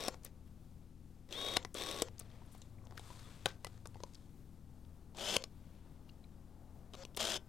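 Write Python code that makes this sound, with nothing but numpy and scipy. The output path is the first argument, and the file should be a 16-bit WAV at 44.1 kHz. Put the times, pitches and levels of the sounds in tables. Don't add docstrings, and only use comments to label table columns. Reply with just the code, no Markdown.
import sys
import numpy as np
from scipy import signal
from scipy.io import wavfile

SR = 44100
rng = np.random.default_rng(int(sys.argv[2]) if len(sys.argv) > 2 else 0)


def boost(x):
    u = np.asarray(x, float) / 20
    return 10 ** u


def output_pcm(signal):
    pcm = np.clip(np.atleast_2d(signal).T, -1, 1) * 32767
    wavfile.write(sys.argv[1], SR, np.round(pcm).astype(np.int16))


N = 329868


def evened(x):
    return x / np.sqrt(np.mean(x ** 2) + 1e-20)


def peaked(x):
    return x / abs(x).max()


def read(points, hz):
    f, value = np.transpose(points)
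    return np.interp(np.log(hz + 1), np.log(f + 1), value)


def add(mix, s, sound):
    part = mix[round(s * SR):][:len(sound)]
    part += sound[:len(part)]


def coloured(x, points, rings=()):
    hz = abs(np.fft.fftfreq(4096, 1 / SR))
    db = read(points, hz)
    for f, width, top_db in rings:
        db = db + top_db / (1 + (2 * (hz - f) / width) ** 2)
    log_gain = np.log(boost(np.maximum(db, -100)))
    taps = np.fft.ifft(np.exp(log_gain - 1j * signal.hilbert(log_gain).imag)).real[:2048]
    return signal.oaconvolve(x, taps)[:len(x)]


def band(x, lo_hz, hi_hz):
    return signal.sosfilt(signal.butter(2, [lo_hz, hi_hz], "band", fs=SR, output="sos"), x)


def split_at(x, hz, side):
    return signal.sosfilt(signal.butter(2, hz, side, fs=SR, output="sos"), x)


def drift(size, hz):
    noise = rng.standard_normal(size + 4000)
    return evened(signal.lfilter([1], [1, -np.exp(-2 * np.pi * hz / SR)], noise)[4000:])


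def sine(hz):
    return np.sqrt(2) * np.sin(2 * np.pi * (np.cumsum(hz) / SR + rng.random()))


# (rise [s], fall [s], low gear ring [dB], high gear ring [dB])
GEARS = [(.0008, 0.0015, -8.5, -17), (0.0011, 0.0021, -18.5, -25), (0.00083, 0.0011, -15.5, -18),
         (.001, 0.0017, -24, -26), (0.0022, 0.003, -26, -30)]
# (time [s], level above the grind [dB])
KNOCKS_OUT = [(0.0064, 5.5), (0.0115, 3.5), (0.018, 5), (0.0254, 9.5), (0.0382, 10.5), (0.05, 6),
              (0.056, 4), (0.062, 7), (0.0754, 5), (1.3365, 4), (1.3775, 4), (1.3891, 4), (1.401, 1),
              (1.4145, 7.5), (1.448, 8), (1.4645, 7), (1.476, 3), (1.486, 11), (1.5144, 4.5), (1.538, 10),
              (1.772, 7), (1.786, 7.5), (1.7988, 4), (1.813, 7.5), (1.821, 12), (1.837, 10), (1.85, 6),
              (1.8626, 11), (1.8699, 9), (1.889, 7), (1.8943, 4), (1.901, 5), (1.9134, 11), (1.926, 8),
              (1.9446, 8.5), (1.963, 8), (1.9758, 7), (1.988, 9), (1.9993, 9.5)]
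KNOCKS_IN = [(5.196, 6), (5.21, 4), (5.219, 3.8), (5.258, 5.8), (5.279, 3.3), (5.289, 6.6), (5.2976, 5),
             (5.3054, 5), (5.3104, 4), (5.3276, 4), (5.3462, 4.4), (7.1947, 4), (7.1985, 5), (7.2045, 6),
             (7.21, 10.7), (7.2185, 3), (7.229, 11), (7.2425, 4), (7.2535, 9), (7.272, 10.5), (7.28, 4),
             (7.289, 3), (7.299, 8), (7.304, 5.4), (7.3205, 7.5), (7.334, 4.5), (7.3425, 7.5),
             (7.3577, 5.6), (7.3652, 6.9)]


def tooth_knocks(t, rise, fall):
    rows = [row for row in KNOCKS_OUT + KNOCKS_IN if t[0] <= row[0] < t[-1]]
    at, knock_db = np.transpose(rows)[:, :, None]
    away = np.maximum((at - t) / rise, (t - at) / fall)
    return boost((knock_db * np.exp(-away ** 2)).max(axis=0))


def gear_ring(knock, lo_hz, hi_hz, db):
    return boost(db) * evened(band(rng.standard_normal(len(knock)) * (knock ** 2 - 0.7), lo_hz, hi_hz))


TOP_HZ = [1112, 1529]
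# (time from full speed [s], share of full speed)
SPEED = [(-.12, .85), (-.084, .95), (-.072, .857), (-.06, .9), (-.042, .96), (-.027, .99), (0, 1)]
# (multiple of the commutator rate, level in runs 1-5 [dB] x 5)
WHINE = [(1, -16, -19, -9, -27, -32), (2, -30, -28, -28, -17, -29), (3, -21, -13.5, -17, -40, -40),
         (3.354, -14, -9, -4, -40, -40), (3.385, -40, -40, -40, -20, -30), (4, -30, -30, -30, -25, -30)]


def motor_whine(t, dip_db, run, direction, full_s, strength_db, flutter_db, waver_share, fade_db):
    hz = TOP_HZ[direction] * np.interp(t - full_s, *np.transpose(SPEED))
    waver = 1 + waver_share * drift(len(t), 60)
    fade = fade_db * np.maximum(t - full_s, 0)
    short = 1 - hz / hz.max()
    whine = np.zeros(len(t))
    for multiple, *run_db in WHINE:
        order_db = run_db[run] + flutter_db * drift(len(t), 60)
        if multiple in (1, 3):
            order_db = order_db - 150 * short
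        if multiple > 1:
            order_db = order_db - fade
        whine += boost(order_db) * sine(multiple * hz * waver)
    level_db = strength_db + np.minimum(dip_db + 9.5, 0) - (8 + 220 * direction) * short
    slack_taken = np.clip((t - full_s + .088) / .006, 0, 1)
    return boost(level_db) * slack_taken * whine


# (time [s], level [dB])
RUNS = [
    [(0.0, -44.5), (0.028, -46.5), (0.079, -43.5)],
    [(1.285, -73), (1.321, -50.5), (1.415, -45), (1.557, -45.5), (1.565, -37.5)],
    [(1.74, -90), (1.748, -45), (1.825, -42), (1.856, -46), (1.89, -42), (1.94, -45), (2.017, -46)],
    [(5.145, -72), (5.187, -45.5), (5.291, -38), (5.335, -38.5), (5.345, -34), (5.361, -38.5)],
    [(7.165, -57), (7.173, -39), (7.187, -45.5), (7.203, -35.5), (7.361, -38.5), (7.373, -41), (7.385, -75)],
]
# (full speed time [s], growl level [dB], whine level [dB])
DRIVES = [(-.05, -55.5, -45), (1.41, -49, -38.5), (1.848, -53.5, -49.5), (5.272, -47, -34),
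          (7.268, -49, -28.5)]
# (whine flutter [dB], pitch waver [share], upper-order fade [dB/s], tooth scatter [dB])
STEADINESS = [(2, .002, 0, 2), (2, .003, 0, 1.5), (3, .005, 50, 1.5), (3.5, .006, 0, 2), (4, .008, 0, 2)]
DIRECTIONS = [0, 0, 0, 1, 1]
# (frequency [Hz], level per Hz [dB])
BARREL = [
    [(88, -44.5), (150, -8.5), (398, -6.5), (941, -10.5), (1100, -9), (1310, -10), (3040, -9), (3620, -3),
     (4860, -14), (5570, -17), (6640, -18.5), (12900, -22), (16000, -31.5)],
    [(88, -60), (150, -7), (217, 8), (291, -12), (328, 4.5), (612, -0.5), (1900, -11), (3550, -8),
     (4410, -9), (5250, -9), (8730, -13.5), (14500, -25), (16000, -39)],
]
# (frequency [Hz], width [Hz], level [dB])
BARREL_RINGS = [
    [(442, 680, 17.7), (3400, 250, 2), (5860, 1500, 6.6), (8040, 960, 5.3)],
    [(623, 136, 6.3), (3250, 1220, 9), (5070, 420, 2.71), (6960, 1500, 4.1)],
]


def motor(run):
    s, effort_db = np.transpose(RUNS[run])
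    t = np.arange(s[0], s[-1] + .004, 1 / SR)
    level_db = np.interp(t, s, effort_db)
    dip_db = level_db - level_db.max()
    full_s, growl_db, strength_db = DRIVES[run]
    flutter_db, waver_share, fade_db, scatter_db = STEADINESS[run]
    rise, fall, ring_db, high_ring_db = GEARS[run]
    way = DIRECTIONS[run]

    knock = tooth_knocks(t, rise, fall)
    teeth = rng.standard_normal(len(t)) * boost(scatter_db * drift(len(t), 250))
    growl = split_at(coloured(teeth * np.sqrt(knock), BARREL[way], BARREL_RINGS[way]), 1100, "low")
    grind = split_at(coloured(teeth * knock, BARREL[way], BARREL_RINGS[way]), 1100, "high")
    ring = gear_ring(knock, 5300, 5800, ring_db) + gear_ring(knock, 8000, 8650, high_ring_db)
    whine = motor_whine(t, dip_db, run, way, full_s, strength_db, flutter_db, waver_share, fade_db)

    sound = boost(level_db) * (0.65 * evened(grind) + ring)
    sound -= boost(growl_db + 0.61 * dip_db) * evened(growl)
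    return s[0], signal.windows.tukey(len(t), .02) * (sound + whine)


# (time [s], length [s], whirr level [dB], stop shake level [dB], step rate [Hz])
BACKOFFS = [
    (0.092, 0.054, -60.5, -62, 173),
    (1.577, 0.062, -62, -64, 173.5),
    (2.026, 0.0567, -59, -53, 174.6),
    (5.379, 0.05, -58, -56.5, 177.8),
    (6.962, 0.073, -57, -82, 181),
]
# (frequency [Hz], level per Hz [dB])
WHIRR = [(300, -17), (500, -3), (1300, -7.5), (2170, -11), (3500, -15), (4440, -13.5), (5520, -12),
         (7500, -13), (7900, -28), (16000, -68)]
# (frequency [Hz], width [Hz], level [dB])
WHIRR_RINGS = [(1430, 60, 10), (3400, 200, 8), (4480, 120, 6), (6830, 80, 6), (7450, 90, 10)]
STEP_STRONG = [8, 18, 19, 20, 25, 25, 36, 38, 43, 43]


def backoff(s, length, whirr_db, shake_db, hz):
    t = np.arange(0, length, 1 / SR)
    to_go = 1 - t / length
    level = boost(whirr_db - 10 * (0.5 + to_go)) + boost(shake_db - 60 * t / 0.033)
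    rate = hz * (1 + 0.001 * drift(len(t), 30) - 0.0467 * to_go ** 3)
    steps = np.zeros(len(t))
    for k in range(4, 46):
        step_db = 3 * rng.standard_normal() + 5.8 * STEP_STRONG.count(k)
        steps += boost(step_db) * sine(k * rate)
    whirr = evened(coloured(rng.standard_normal(len(t)), WHIRR, WHIRR_RINGS))
    whirr += boost(4) * evened(coloured(steps, WHIRR))
    tone = boost(whirr_db + 1.5 - 19 * to_go ** 3) * sine(3 * rate)
    return s, (level * whirr + tone) * signal.windows.tukey(len(t), .1)


# (frequency [Hz], level [dB], t60 [s])
SHELL = [(434, 3.5, 0.019), (674.5, 4, 0.017), (1011, 0.5, 0.022)]


def click(s, peak_db, thud_db, fizz_db, hz, t60):
    t = np.arange(4000) / SR
    rebounds = .25 + (rng.random(len(t)) < .06)
    blows = rng.standard_normal(len(t)) * rebounds * boost(-60 * t / t60)
    blows[0] = 2.6 * rng.choice([-1, 1])
    wall = np.sin(2 * np.pi * hz * rng.uniform(.96, 1.04) * t) * boost(-60 * t / .005)
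    ring = signal.oaconvolve(blows, wall)[:len(t)]
    crack = peaked(band(blows, 2330, 6170))
    fizz = boost(fizz_db + 4) * peaked(band(blows, 5600, 9860))
    thud = np.zeros(len(t))
    for f, db, ring_s in SHELL:
        thud += boost(db - 60 * t / ring_s) * np.sin(2 * np.pi * f * rng.uniform(0.809, 1.23) * t)
    return s + 0.0009, boost(peak_db + 3) * (crack + 0.58 * ring_scale(ring) + fizz + 0.79 * boost(thud_db) * thud)


def ring_scale(ring):
    return peaked(ring)


# (time [s], peak level [dB], thud [dB re peak], fizz [dB re
# peak], ring [Hz])
BLOWS = [(0.0818, -27, -9, -3, 5570), (1.5674, -22, -17, -26, 2170), (1.5685, -22, -14.5, -47, 4030),
         (1.9116, -32, -27, -10, 3400), (2.02, -24, -14, -3, 7650), (2.0228, -30, -16, -20, 5630),
         (3.4574, -21.5, -15, -12, 3910), (3.459, -26.5, -7, -24, 3800), (3.6461, -30, -18, -10, 2900),
         (4.0349, -38, -9, -14, 6330), (5.3636, -27.5, -14, -10, 4800), (5.3653, -16.5, -17, -12, 3300),
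         (5.4387, -35, -15.5, -32, 5430), (7.0502, -37.5, -16, -40, 3570), (7.1714, -31, -19, -6, 3400),
         (7.1743, -30.5, -13, -17, 3300), (1.5656, -32, -6.5, -12, 3700), (1.5691, -25, -12, -5, 5030)]
# (time [s], peak level [dB], thud [dB re peak])
TICKS = [(1.3084, -51, -19), (1.6272, -49, -23), (1.7507, -42.5, -0.5), (2.2117, -60, 5),
         (2.8691, -53.5, -8), (3.1926, -62, -16.5), (4.8489, -62.5, -17.5), (5.1845, -41, -14),
         (5.4214, -44.5, -23), (6.9504, -44.5, -8.5), (7.034, -51, -6.5), (7.1472, -50, -14),
         (7.1694, -40, -20)]
RATTLES = [(1.3247, -36, -46), (2.6177, -49.5, -18), (2.9946, -48.5, -5), (5.1473, -56, -3.5),
           (6.9352, -45, -12), (6.9424, -49, -1)]
TAPS = [(0.0853, -32, -10), (0.1424, -46.5, -8), (1.289, -56, -11), (1.6485, -32, -11),
        (2.0838, -47.5, -7.5), (2.3014, -58, -9), (2.4194, -65.5, 4), (2.5491, -59, -1.5),
        (2.9088, -52, -7), (2.9224, -59, 4.5), (3.1025, -52.5, -3), (3.4648, -35.5, -7), (3.7417, -66, -1),
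        (3.7767, -57, -13), (3.9558, -62.5, 6.5), (3.9678, -58, -4), (4.003, -53.5, -0.5)]
SHUFFLES = [(2.9765, -37, -20), (3.6678, -43, -6), (3.8558, -46, -6.5), (3.9442, -54.5, -10)]
SNAPS = [(0.2488, -50, -8), (1.7432, -48.5, -27), (2.197, -48.5, -21), (3.8713, -54.5, -9)]


def clicks(out):
    for row in BLOWS:
        add(out, *click(*row, t60=0.012))
    for row in TICKS:
        add(out, *click(*row, fizz_db=-22, hz=3730, t60=.015))
    for row in RATTLES:
        add(out, *click(*row, fizz_db=-41, hz=3860, t60=.036))
    for row in TAPS:
        add(out, *click(*row, fizz_db=-33, hz=1950, t60=.017))
    for row in SHUFFLES:
        add(out, *click(*row, fizz_db=-14, hz=1540, t60=.026))
    for row in SNAPS:
        add(out, *click(*row, fizz_db=12.8, hz=5600, t60=.0049))


# (time [s], frequency [Hz], level [dB], t60 [s])
METAL = [(3.458, 1545, -53, .27), (3.458, 1600, -57, .15), (5.366, 1530, -70, .4), (7.375, 1530, -71.5, .6),
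         (7.375, 5150, -79.5, .55), (7.375, 3060, -68, .12)]
# (time [s], frequency [Hz], level [dB], t60 [s])
PANELS = [(.083, 760, -32, 0.025), (.262, 514, -52.5, 0.033), (1.568, 760, -34, 0.027),
          (1.57, 1454, -37, 0.028), (1.749, 477, -46, 0.046), (2.0206, 464, -27, 0.043),
          (2.418, 930, -57, 0.04), (2.55, 745, -59, .03), (2.817, 1110, -62.5, .03), (2.84, 1110, -62, .03),
          (2.862, 950, -59, .03), (3.1035, 985, -50, .05), (3.86, 900, -53, .03), (3.957, 900, -57, .03),
          (3.459, 1520, -25.5, 0.019), (3.646, 990, -40, 0.015), (3.648, 1983, -47, 0.059),
          (4.037, 970, -40, 0.02), (4.036, 560, -42, 0.03), (5.365, 1090, -27, 0.02),
          (5.3662, 7200, -28, .008), (5.3662, 5400, -28, .01), (5.3661, 3250, -23, .016),
          (5.365, 560, -31, .03), (3.458, 400, -34, .03)]


def ringing_parts(out):
    t = np.arange(SR // 4) / SR
    for s, hz, db, t60 in METAL + PANELS:
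        flutter_db = 2 * drift(len(t), 40) * np.minimum(t / .04, 1)
        add(out, s, boost(db - 60 * t / t60 + flutter_db) * np.sin(2 * np.pi * hz * t))


# (peak time [s], rise [s], fall [s], body level [dB], sizzle level [dB])
BRUSHES = [(.255, .03, 0.042, -59.5, -64), (.476, 0.019, .012, -72, -69), (2.2, 0.022, .032, -62, -63.5),
           (2.55, 0.015, 0.02, -64, -64), (3.472, 0.0027, 0.067, -50, -57.5),
           (6.092, 0.031, 0.018, -71.5, -75)]


def brush(s, rise, fall, body_db, sizzle_db):
    t = np.arange(-rise, 1.6 * fall, 1 / SR)
    away = np.maximum(-t / rise, t / fall)
    slips = rng.standard_normal(len(t)) * boost(3.5 * drift(len(t), 150))
    body = boost(body_db - 21 * away) * evened(band(slips, 620, 5300))
    sizzle = boost(sizzle_db - 42.5 * away) * evened(band(slips, 3600, 16400))
    return s - rise, (body + sizzle) * signal.windows.tukey(len(t), .2)


# (time [s], length [s], pitch [Hz], level [dB])
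SQUEAKS = [
    (3.22, .07, 3420, -72),
    (3.19, .08, 3800, -75),
    (3.225, .06, 1250, -72),
]


def squeak(s, length, hz, db):
    size = round(length * SR)
    tone = sine(hz * (1 + 0.014 * drift(size, 40)))
    return s, boost(db + 4 * drift(size, 60)) * np.hanning(size) * tone


# (time [s], length [s],
# centre [Hz], width [octaves], level [dB])
SCRAPES = [(.232, 0.0061, 6500, 1.2, -67), (0.2456, .003, 11500, 0.74, -54.5),
           (0.2485, 0.0033, 11000, 0.73, -54), (0.26, 0.0078, 2960, 2.8, -63),
           (0.271, 0.0084, 4000, 1.2, -73), (2.18, 0.0058, 4960, 1, -62), (2.1927, 0.0035, 10500, 1.2, -52),
           (2.204, 0.0037, 4180, .8, -67), (2.2077, .005, 4000, 1.3, -63), (2.218, 0.0069, 4180, .8, -68),
           (2.312, .008, 3500, 1, -72), (2.455, .015, 10500, .2, -77), (2.509, 0.042, 9500, .7, -71),
           (2.574, .012, 10000, .7, -72), (2.616, 0.0047, 6300, 0.65, -61.5), (2.78, .012, 2000, 0.33, -75),
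           (2.849, .01, 6500, .5, -74), (2.972, 0.0047, 2500, 1.8, -61), (2.993, 0.0034, 8900, .4, -63),
           (3.19, 0.0073, 4600, .2, -69), (3.5, .01, 1800, 1.5, -61), (4.134, 0.006, 4800, 1.4, -68),
           (4.145, 0.0051, 3980, 1.9, -62), (4.149, .008, 4370, 0.57, -61.5), (5.168, .006, 5000, 1.6, -58),
           (5.361, 0.0026, 3520, 1, -43), (6.09, 0.0077, 2900, .2, -65.5), (6.092, 0.0084, 4400, 0.23, -69),
           (6.238, 0.0072, 3800, .25, -70), (6.24, .006, 2300, .2, -75), (6.35, 0.63, 780, .35, -79),
           (7.0224, 0.004, 3480, 1.5, -63), (7.034, 0.0047, 5100, .2, -60), (7.1645, .004, 9000, 1.2, -50)]


def scrape(s, length, hz, octaves, db):
    size = round(length * SR)
    grit = np.append(rng.standard_normal(size) * np.hanning(size), np.zeros(200))
    spread = 2 ** (octaves / 2)
    return s, boost(db) * evened(band(grit, hz / spread, min(hz * spread, 16000)))


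def camera():
    out = np.zeros(N)
    for run in range(len(RUNS)):
        add(out, *motor(run))
    for row in BACKOFFS:
        add(out, *backoff(*row))
    clicks(out)
    ringing_parts(out)
    for row in BRUSHES:
        add(out, *brush(*row))
    for row in SQUEAKS:
        add(out, *squeak(*row))
    for row in SCRAPES:
        add(out, *scrape(*row))
    return split_at(out, 90, "high")


# (time [s], level [dB])
RUB = [(0.0, -57), (0.05, -52.5), (0.118, -62.5), (0.2, -74.5), (1.042, -80), (1.29, -78), (2.09, -80),
       (2.2, -69.5), (2.46, -70), (2.62, -75), (2.97, -68), (3.36, -69.5), (3.58, -75), (4.36, -77),
       (5.04, -73.5), (6.364, -72.5), (6.91, -70.5), (7.16, -71.5)]
# (time [s], length [s], middle rub level [dB], bright rub level [dB])
SLIDES = [(-.15, 0.38, -63, -72), (1.95, 0.8, -63, -85), (2.414, 0.35, -89, -74.5), (2.894, 0.44, -62, -64),
          (3.1, 0.51, -58, -69), (3.546, 0.31, -69, -76.5), (3.698, 0.75, -78, -77),
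          (5.287, 0.86, -69, -106), (6.9, 0.17, -72, -74)]
# (frequency [Hz], level per Hz [dB])
DULL = [(200, -9), (450, 6.5), (800, 2.5), (1500, -8.5), (3000, -26.5)]
BRIGHT = [(590, -26.5), (1000, -2), (1790, -9), (1910, -11), (2980, -13), (3500, -6.5), (5630, -12.5),
          (7700, -10), (14600, -24.5), (16000, -35.5)]


def hands():
    t = np.arange(N) / SR
    dull_db = np.interp(t, *np.transpose(RUB))
    start, length, middle_db, bright_db = np.transpose(SLIDES)[:, :, None]
    arch = np.sin(np.pi * np.clip((t - start) / length, 0, 1)) ** 2
    middle = boost(dull_db - 11.5) + (boost(middle_db) * arch).sum(axis=0)
    bright = boost(-86.5) + (boost(bright_db) * arch).sum(axis=0)
    slips = rng.standard_normal((3, N)) * boost(1.5 * drift(N, 150) + 1.2 * drift(N, 12))
    out = boost(dull_db) * evened(coloured(slips[0], DULL))
    out += middle * boost(-12) * evened(band(slips[1], 986, 4080))
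    return out + bright * evened(coloured(slips[2], BRIGHT))


# (frequency [Hz], t60 [s])
ROOM = [(200, 0.28), (1000, 0.24), (4000, 0.12), (12000, 0.099)]


def room(x):
    taps = np.zeros(SR // 2)
    at = np.arange(200, SR // 2 - 20, 20)
    taps[at + rng.integers(0, 20, len(at))] = rng.choice([-1., 1.], len(at))
    hz, t, z = signal.stft(taps, SR, nperseg=256)
    decay = boost(-60 * t / read(ROOM, hz)[:, None])
    tail = signal.istft(z * decay, SR, nperseg=256)[1]
    return signal.fftconvolve(x, tail / np.linalg.norm(tail))[:N]


DRUM = [-64.5, -71, -69, -63, -74, -70.5, -70.5, -71, -75.5, -73, -76.5, -72, -84.5, -76.5, -83.5, -83, -82,
        -85.5]
# (time [s], pitch [Hz], level [dB])
DRONE = [(2.05, 107.6, -61.5), (2.324, 107.7, -62), (2.572, 108.8, -71), (2.706, 106.6, -57.5),
         (3.416, 105.7, -64), (3.466, 108.2, -57), (3.5, 105.9, -64.5), (3.968, 105, -57.5),
         (4.03, 107.6, -68)]
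# (frequency [Hz], level per Hz [dB])
RUMBLE = [(15, -20.5), (32, -16), (45, -3.5), (150, 2), (250, -5), (350, -28), (500, -38)]


def hum():
    t = np.arange(N) / SR
    drum_hz, mains_hz = 20.377, 50.05
    turns = np.cumsum(drum_hz * (1 + .0012 * drift(N, .5))) / SR
    drum = np.zeros(N)
    for k, db in enumerate(DRUM, 1):
        phase = k * turns + rng.uniform(0, 0.72)
        drum += boost(db + 3 + 1.56 * drift(N, 2.3)) * np.cos(2 * np.pi * phase)
    s, hz, db = np.transpose(DRONE)
    drone = boost(np.interp(t, s, db, -100, -100)) * sine(np.interp(t, s, hz))
    rumble = boost(-66 + 2.2 * drift(N, 2.6)) * evened(coloured(rng.standard_normal(N), RUMBLE))
    mains = boost(-67) * sine(np.full(N, mains_hz))
    return drum + drone + rumble + mains


# (frequency [Hz], level per Hz [dB])
HISS = [(180, -28.5), (300, 1.5), (405, -4), (557, -9), (681, -17), (846, -10), (1030, -19.5),
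        (1120, -15.5), (1650, -21), (7560, -25.5), (13300, -27.5), (14500, -37), (16300, -46.5)]


def hiss():
    return boost(-73.5) * evened(coloured(rng.standard_normal(N), HISS))


def scene():
    near = camera()
    mono = near + boost(-21) * room(near) + hands() + hum() + hiss() + .0008
    return mono * np.array([[1.412], [.588]])


def low_pass(x):
    return signal.sosfilt(signal.butter(12, 16470, fs=SR, output="sos"), x)


def record(dry):
    edge = signal.firwin(511, 16200, window=("kaiser", 9), fs=SR)
    limited = signal.oaconvolve(dry, edge[None], "same")
    return low_pass(limited)


dry = scene()
out = record(dry)
output_pcm(out)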